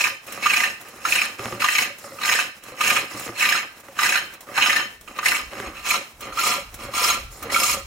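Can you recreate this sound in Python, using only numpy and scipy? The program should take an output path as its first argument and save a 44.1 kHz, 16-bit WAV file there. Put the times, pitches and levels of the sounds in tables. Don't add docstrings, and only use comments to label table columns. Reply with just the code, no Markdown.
import sys
import numpy as np
from scipy import signal
from scipy.fft import rfft, irfft, next_fast_len
from scipy.io import wavfile
from scipy.ndimage import uniform_filter1d

SR = 44100
rng = np.random.default_rng(int(sys.argv[2]) if len(sys.argv) > 2 else 0)


def int16_out(signal):
    q = np.round(np.clip(np.atleast_2d(signal).T, -1, 1) * 32767)
    wavfile.write(sys.argv[1], SR, q.astype(np.int16))


N = 346626
SIZE = next_fast_len(N + SR)
HZ = np.fft.rfftfreq(SIZE, 1 / SR)
TIME_S = np.arange(N) / SR

# start_s, rise_s, length_s, crest_0_to_1, pressure_db, hiss_db, rattle_db
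CUTTING_STROKES = [(-.16, 0.023, 0.24, 0.48, -13.5, -24.5, -26),
                   (0.4, 0.031, 0.27, 0.58, -13.5, -26.5, -26), (1.003, 0.063, 0.25, 0.2, -15, -25, -25),
                   (1.593, 0.0084, 0.25, 0.95, -14.5, -25.5, -26),
                   (2.165, 0.086, .25, 0, -11.5, -24, -23.5), (2.766, 0.053, 0.22, 0.26, -11, -22.5, -19),
                   (3.332, 0.061, 0.25, 0, -11, -25.5, -23.5),
                   (3.955, 0.047, 0.22, 0.16, -10.5, -24.5, -23.5),
                   (4.516, 0.05, 0.28, 0.44, -11, -27, -23), (5.205, 0.044, 0.17, 0.18, -14, -23.5, -25),
                   (5.825, 0.038, 0.13, 0.63, -15, -22.5, -23),
                   (6.325, 0.071, 0.22, 0.57, -13, -21.5, -20.5),
                   (6.915, 0.04, 0.22, 0.63, -13.5, -20.5, -22), (7.497, 0.028, 0.24, 0.9, -17.5, -20, -23)]
# start_s, rise_s, length_s, crest_0_to_1, pressure_db, hiss_db, rattle_db
RETURN_STROKES = [(0.251, 0.029, 0.13, 0.89, -29, -38, -24.5), (.79, 0.035, 0.21, 0.97, -39.5, -48, -30.5),
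                  (1.375, 0.011, 0.18, 0.31, -29, -37, -20.5), (1.97, 0.024, 0.18, 0.37, -46, -41.5, -31),
                  (2.59, 0.044, 0.17, 0.41, -34, -47, -28.5), (3.069, 0.046, 0.21, 1, -28.5, -34, -23),
                  (3.73, 0.0078, 0.33, 0.65, -42.5, -57, -38), (4.301, 0.024, 0.031, 0.31, -31.5, -59, -35),
                  (4.46, 0.011, 0.029, 1, -38, -47, -24.5), (5.061, 0.015, 0.061, 0.18, -37, -45.5, -29),
                  (5.14, 0.027, 0.03, 0.32, -24.5, -48, -28),
                  (5.491, 0.026, 0.2, 0.51, -30.5, -41.5, -22.5),
                  (5.72, 0.035, 0.079, 0.43, -32, -44.5, -38), (6.191, 0.025, 0.091, 0.42, -28, -42.5, -23),
                  (6.721, 0.081, .15, 0.63, -28.5, -38.5, -23), (7.301, 0.0063, 0.15, 0.19, -51, -42, -36),
                  (7.40, 0.029, 0.13, 0.72, -33, -61, -19.5)]
# start_s, level_db, chatter_hz
DIG_INS = [(0.0074, -13.5, 2510), (0.0403, -8, 2393), (0.426, -22, 2270), (0.4596, -7, 1194),
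           (0.499, -12, 2580), (0.535, -10, 2330), (0.566, -13.5, 2520), (0.601, -13, 2030),
           (0.6361, -11.5, 1923), (1.0514, -8, 1297), (1.1227, -10.5, 2430), (1.1529, -10.5, 2804),
           (1.182, -14.5, 2460), (1.216, -8.5, 2344), (1.62, -11.5, 1248), (1.6422, -4.5, 1174),
           (1.6854, -10, 1890), (1.7526, -10.5, 2380), (1.7825, -7.5, 2180), (1.821, -18, 2606),
           (2.187, -26, 1220), (2.2143, -19.5, 1200), (2.29, -16.5, 1880), (2.32, -11.5, 2460),
           (2.353, -14, 1752), (2.388, -12.5, 1557), (2.8075, -9, 1210), (2.8755, -16.5, 2470),
           (2.9005, -10, 2444), (2.963, -12.5, 1310), (3.405, -20, 2550), (3.4224, -11, 2190),
           (3.451, -11, 1950), (3.489, -10, 2384), (3.5229, -11.5, 1800), (3.553, -13, 1390),
           (3.9889, -10, 1208), (4.0286, -21, 1350), (4.059, -19, 1760), (4.0904, -11, 2460),
           (4.122, -11.5, 1630), (4.156, -9.5, 1410), (4.577, -6.5, 965), (4.6232, -11.5, 2520),
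           (4.6603, -12, 1227), (4.696, -11, 2053), (4.7252, -16.5, 1257), (4.762, -7.5, 1733),
           (5.0764, -29.5, 1220), (5.188, -11.5, 1202), (5.2287, -18, 1167), (5.2576, -6.5, 2113),
           (5.2838, -11.5, 2760), (5.3113, -16, 2620), (5.346, -17, 2210), (5.3931, -24.5, 1224),
           (5.66, -28.5, 1210), (5.905, -13.5, 2350), (5.939, -19, 1242), (6.324, -26, 1240),
           (6.372, -19, 1210), (6.386, -19, 1290), (6.436, -18, 1270), (6.465, -19.5, 1246),
           (6.937, -18.5, 1193), (6.977, -19, 1266), (7.04, -10, 5130), (7.0851, -17, 1160),
           (7.101, -10, 6600), (7.428, -26.5, 1180), (7.499, -19, 1990), (7.5433, -13.5, 2290),
           (7.561, -9.5, 1323), (7.60, -9.5, 5240), (7.6212, -26, 1200), (7.632, -10, 6570),
           (7.663, -13.5, 6550), (7.693, -16.5, 1184), (7.728, -16.5, 6480)]
# pitch_hz, width_hz (at -6 dB), flank_db, base_db, left_minus_right_db
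BOWL_MODES = [(716, 26, -4.5, 0, 9), (1004.5, 65, -2, 4.5, 8), (1212.7, 68, 7, 10.5, 3.5),
              (1364, 61, -11, 11, 5), (1486, 195, -1, -37, 0.5), (1613, 210, -2.5, -30, -12),
              (1793, 107, 5, -24, 6), (2005, 130, 4.5, -2, 1.5), (2230, 327, 1.5, 3, 6),
              (2448, 61, 6, 5, -0.5), (2595, 114, 8.5, 2, 3), (2790, 444, 2.5, 1.5, -2.5),
              (3070, 18, 5.5, 2, 8), (3290, 170, -14.5, -4.5, -15.5), (3887, 350, -8.5, -8.5, 17.5),
              (4246, 99, 0, 5, -7.5), (5140, 103, 3, 3.5, 2.5), (6548, 88, 1.5, 0.5, 0)]
# frequency_hz, level_db
BOWL_FLOOR = [(300, -41), (900, -7.5), (2500, -20), (4000, -12.5), (9000, -26.5)]
# time_s, base_share_0_to_1
TOOL_PLACE = [(5.6, 0.0033), (6.2, 0.96)]
# frequency_hz, relative_db
SHAVING_SHAPE = [(2940, -17.5), (5000, 6), (6030, -5.5), (6770, 1), (7600, -3.5), (14200, -9),
                 (15800, -14.5)]
# pitch_hz, width_hz, level_db
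FRAME_BEAMS = [(114.5, 21, -0.5), (215, 47.5, 3.5), (330, 140, 0.5), (558.4, 49.5, 5.5), (755, 79, -1),
               (1204, 110, 3.5), (2090, 310, -6)]
# start_s, level_db, ring_hz, thud_db, click_db
FRAME_KNOCKS = [(.12, -35, 540, -55, -50), (1.3951, -27, 398, -37, -17), (1.4572, -28, 232, -32, -12),
                (1.525, -24.5, 358, -36, -18), (1.54, -32, 197, -40, -32), (1.56, -29, 568, -45, -33),
                (1.901, -34, 570, -50, -50), (2.043, -28, 564, -54, -28), (2.119, -28.5, 548, -57, -46),
                (2.72, -30.5, 516, -51, -39), (3.144, -30, 298, -42, -41), (3.209, -30, 1178, -45, -28),
                (3.279, -30, 464, -45, -19), (3.293, -30, 343, -36, -28), (3.885, -33, 544, -54, -33),
                (4.488, -29, 576, -66, -55), (4.578, -23, 790, -65, -41), (5.5345, -33, 382, -51, -21),
                (5.554, -38, 304, -55, -25), (5.586, -37, 1170, -55, -23), (5.6012, -28, 395, -42, -16),
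                (5.636, -26, 1200, -51, -32), (5.683, -30, 320, -55, -41), (6.01, -32, 560, -65, -45),
                (6.581, -24, 560, -60, -45), (6.845, -42, 546, -36, -37), (6.885, -28.5, 545, -36.5, -43),
                (7.014, -29, 480, -61, -37), (7.076, -30, 467, -52, -40), (7.17, -30.5, 534, -48, -45),
                (7.453, -26.5, 466, -36, -42), (7.77, -28, 550, -54, -47)]
# frequency_hz, relative_db
AIR_SHAPE = [(41, -31), (70, -2.5), (1100, -3), (4640, -15.5), (5320, -11), (15800, -15)]
# time_s, level_db
WIND_LEVEL = [(0, -72), (4.3, -70), (5.4, -58), (5.49, -45), (5.53, -60), (5.68, -48), (6.1, -65),
              (6.33, -50), (6.37, -64), (6.7, -48), (6.74, -40.5), (6.9, -51), (7.06, -57), (7.24, -41),
              (7.32, -49), (7.86, -45)]
# start_s, level_db
DRY_TICKS = [(0.266, -32.5), (0.322, -26), (0.811, -33.5), (0.884, -35), (1.984, -34), (2.6357, -34),
             (3.195, -26.5), (3.80, -39), (4.3363, -34), (4.406, -33), (5.01, -37), (5.179, -35),
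             (6.2074, -29), (6.7414, -28.5), (7.426, -25.5)]
# frequency_hz, likeness_0_to_1
SIDE_LIKENESS = [(150, .99), (500, .96), (1250, .93), (2000, .8), (5000, .65), (12000, .4)]
# frequency_hz, left_minus_right_db
SIDE_BALANCE = [(600, 0), (1400, -4.5), (8000, -1.5), (15000, 2.5)]
# centre_hz, width_hz, depth_0_to_1
NEAR_NOTCHES = [(4757, 790, 1)]
# sag_db either side of the crest, release_db_per_s, overhang_s
PRESSURE_LAW, HISS_LAW, RATTLE_LAW = (1.34, 269, 0.0), (6.2, 222, 0.0), (4.64, 320, 0.055)


def gain_of(db):
    return 10 ** (np.asarray(db) / 20)


def evened(x):
    return x / np.sqrt(np.mean(x ** 2) + 1e-20)


def read(points):
    hz, value = np.transpose(points)
    return np.interp(np.log(HZ + 1), np.log(hz + 1), value)


def curve(rows, axis):
    return np.interp(TIME_S, *np.transpose(rows)[[0, axis]])


def add(mix, start_s, sound):
    part = mix[..., round(start_s * SR):][..., :sound.shape[-1]]
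    part += sound[..., :part.shape[-1]]


def peak(hz, width_hz):
    return 1 / (1 + 2j * (HZ - hz) / max(width_hz, 5))


def causal(magnitude):
    folded = irfft(np.log(magnitude), SIZE)
    folded[..., 1:(SIZE + 1) // 2] *= 2
    folded[..., SIZE // 2 + 1:] = 0
    return np.exp(rfft(folded))


def through(pair, response):
    a, b = rfft(pair, SIZE)
    same = np.clip(read(SIDE_LIKENESS), 0, 1)
    side = gain_of(read(SIDE_BALANCE) / 2)
    side = side * np.exp(.6j * np.sin(HZ / 260) * np.clip(HZ / 850 - 1, 0, 1))
    left = a * side
    right = (same * a + np.sqrt(1 - same ** 2) * b) / side
    return irfft(np.array([left, right]) * response, SIZE)[:, :N]


def fibres(per_s, spread_db):
    size = gain_of(spread_db * np.minimum(rng.exponential(1, N), 5))
    snaps = size * (rng.random(N) < per_s / SR)
    return evened(snaps * rng.standard_normal((2, N)))


def flicker(cutoff_hz, rms_db):
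    lowpass = signal.butter(2, cutoff_hz, fs=SR, output="sos")
    smooth = signal.sosfilt(lowpass, rng.standard_normal(N))
    return gain_of(rms_db * evened(smooth))


def effort(law, axis):
    sag_db, release_db_per_s, overhang_s = law
    onset_db = -29.5
    t = TIME_S[::32]
    out = np.zeros(len(t))
    for row in CUTTING_STROKES + RETURN_STROKES:
        start, rise, length, crest = row[:4]
        up = start + max(rise, .002)
        end = start + max(length + overhang_s, rise + .004)
        top = up + np.clip(crest, .05, .95) * (end - up)
        levels_db = [onset_db, -sag_db, 0, -sag_db, -sag_db - release_db_per_s]
        shape_db = np.interp(t, [start, up, top, end, end + 1], levels_db)
        out += gain_of(row[axis] + shape_db) * (t >= start)
    return np.interp(TIME_S, t, out)


def patchy(x, db, bins, frames):
    z = signal.stft(x, nperseg=256, noverlap=192)[2]
    patches = uniform_filter1d(rng.standard_normal(z.shape[1:]), bins, 0)
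    patches = uniform_filter1d(patches, frames, 1)
    gain = gain_of(db * evened(patches))
    return signal.istft(z * evened(gain), nperseg=256, noverlap=192)[1][:, :N]


def bowl(column):
    power = np.tile(gain_of(2 * read(BOWL_FLOOR)), (2, 1))
    for mode in BOWL_MODES:
        ring = gain_of(2 * mode[column]) * abs(peak(*mode[:2])) ** 4
        power = power + ring * gain_of([[mode[4]], [-mode[4]]])
    return causal(np.sqrt(power))


def cut(chatter, clumps, swell):
    pressure = effort(PRESSURE_LAW, axis=4) * flicker(60, 1.8) * (.7 + 2 * swell)
    tearing = pressure * fibres(7000, 1.3) + gain_of(-4) * clumps
    base_share = np.clip(curve(TOOL_PLACE, axis=1), 0, 1)
    across = patchy(tearing, 2.8, bins=4, frames=14)
    chatter_in = gain_of(-7.5) * chatter
    flank = through((across + chatter_in) * np.sqrt(1 - base_share), bowl(column=2))
    base = through((tearing + chatter_in) * np.sqrt(base_share), bowl(column=3))
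    return flank + base + through(chatter, gain_of(-10))


def shavings(swell):
    crackle = flicker(35, .8) * (1 + 1.8 * swell) * fibres(30000, .6)
    crackle = patchy(crackle, 3, bins=7, frames=8)
    hiss = evened(through(crackle, gain_of(read(SHAVING_SHAPE))))
    return effort(HISS_LAW, axis=5) * hiss


def frame():
    blow_db, click_s = 12, 0.00011
    blows = effort(RATTLE_LAW, axis=6) * flicker(43.0, 2.1) * fibres(1400, 1.5)
    t, rings = np.arange(6000) / SR, np.zeros(N)
    u = t / click_s
    noises = rng.standard_normal((len(FRAME_KNOCKS), 2, len(t)))
    for (s, db, hz, thud_db, click_db), noise in zip(FRAME_KNOCKS, noises):
        blow = noise * np.exp(-t / 0.0037)
        ring = np.sin(2 * np.pi * hz * t) * np.exp(-t / 0.015) * (1 - np.exp(-t / 0.0037))
        thud = np.sin(2 * np.pi * FRAME_BEAMS[0][0] * t) * np.exp(-t / 0.027)
        click = -np.e * u * (2 - u) * np.exp(-u)
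        add(blows, s, gain_of(db + blow_db) * blow)
        add(rings, s, gain_of(db) * ring)
        add(rings, s, gain_of(thud_db) * thud)
        add(rings, s, gain_of(click_db) * click)
    beams = 0
    for k, (hz, width_hz, db) in enumerate(FRAME_BEAMS):
        beams = beams + (-1) ** k * gain_of(db) * peak(hz, width_hz)
    return rings + through(blows, beams * HZ / (HZ + 90))


def air():
    floor_db = -49.5
    floor = evened(through(rng.standard_normal((2, N)), gain_of(read(AIR_SHAPE))))
    bandpass = signal.butter(2, [28, 80], "bandpass", fs=SR, output="sos")
    a, b = signal.sosfilt(bandpass, rng.standard_normal((2, N)))
    pair = np.array([a + .12 * b, a - .12 * b])
    gusts = evened(pair) * flicker(6, 3.5)
    floor = gain_of(floor_db) * floor * flicker(12, 3.5)
    return floor + gain_of(curve(WIND_LEVEL, axis=1)) * gusts


def dig_ins(wobble_hz=110):
    rise_s, fall_s, fall_spread = .0035, .0045, .3
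    t = np.arange(2600) / SR
    chatter, clumps, swell = np.zeros((2, N)), np.zeros((2, N)), np.zeros(N)
    noises = rng.standard_normal((len(DIG_INS), 4, len(t)))
    for (s, db, hz), noise in zip(DIG_INS, noises):
        fall = fall_s * np.exp(fall_spread * np.tanh(noise[0, 0]))
        shape = (1 - np.exp(-t / rise_s)) ** 2 * np.exp(-t / fall)
        shape = gain_of(db) * shape / shape.max()
        drift = evened(uniform_filter1d(noise[2:], size=60))
        turns = np.cumsum(hz + wobble_hz * drift, axis=1) / SR + noise[2:, :1]
        s -= rise_s / 2
        add(chatter, s, shape * np.sin(2 * np.pi * turns))
        add(clumps, s, shape * noise[:2])
        add(swell, s, shape)
    return chatter, clumps, swell


def shelter(x, t60_s=0.43):
    t = np.arange(SR // 2) / SR
    signs = rng.choice([-1., 1.], (2, len(t)))
    sparse = rng.random((2, len(t))) < .05
    taps = signs * sparse * gain_of(-60 * t / t60_s) * (t > .006)
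    bandpass = signal.butter(2, [1200, 5000], "bandpass", fs=SR, output="sos")
    taps = signal.sosfilt(bandpass, taps)
    taps = taps / np.linalg.norm(taps, axis=1, keepdims=True)
    return signal.fftconvolve(x, taps, axes=1)[:, :N]


def ticks():
    out, t = np.zeros((2, N)), np.arange(1500) / SR
    shape = np.exp(-t / 0.01) * (1 - np.exp(-t / 0.00089))
    noises = rng.standard_normal((len(DRY_TICKS), 2, len(t)))
    for (s, db), noise in zip(DRY_TICKS, noises):
        add(out, s, gain_of(db) * noise * shape)
    return through(out, 0.91)


def scene():
    chatter, clumps, swell = dig_ins()
    near = cut(chatter, clumps, swell) + shavings(swell) + frame() + ticks()
    near = near + gain_of(-15) * shelter(near)
    dips = 1
    for hz, width_hz, depth in NEAR_NOTCHES:
        dips = dips * (1 - np.clip(depth, 0, 1) * peak(hz, width_hz))
    return irfft(rfft(near, SIZE) * dips, SIZE)[:, :N] + air()


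def record(dry):
    cutoff_hz = 15935
    lowpass = signal.firwin(1023, cutoff_hz, window=("kaiser", 10), fs=SR)
    return signal.oaconvolve(dry, lowpass[None], "same")


dry = scene()
out = record(dry)
int16_out(out)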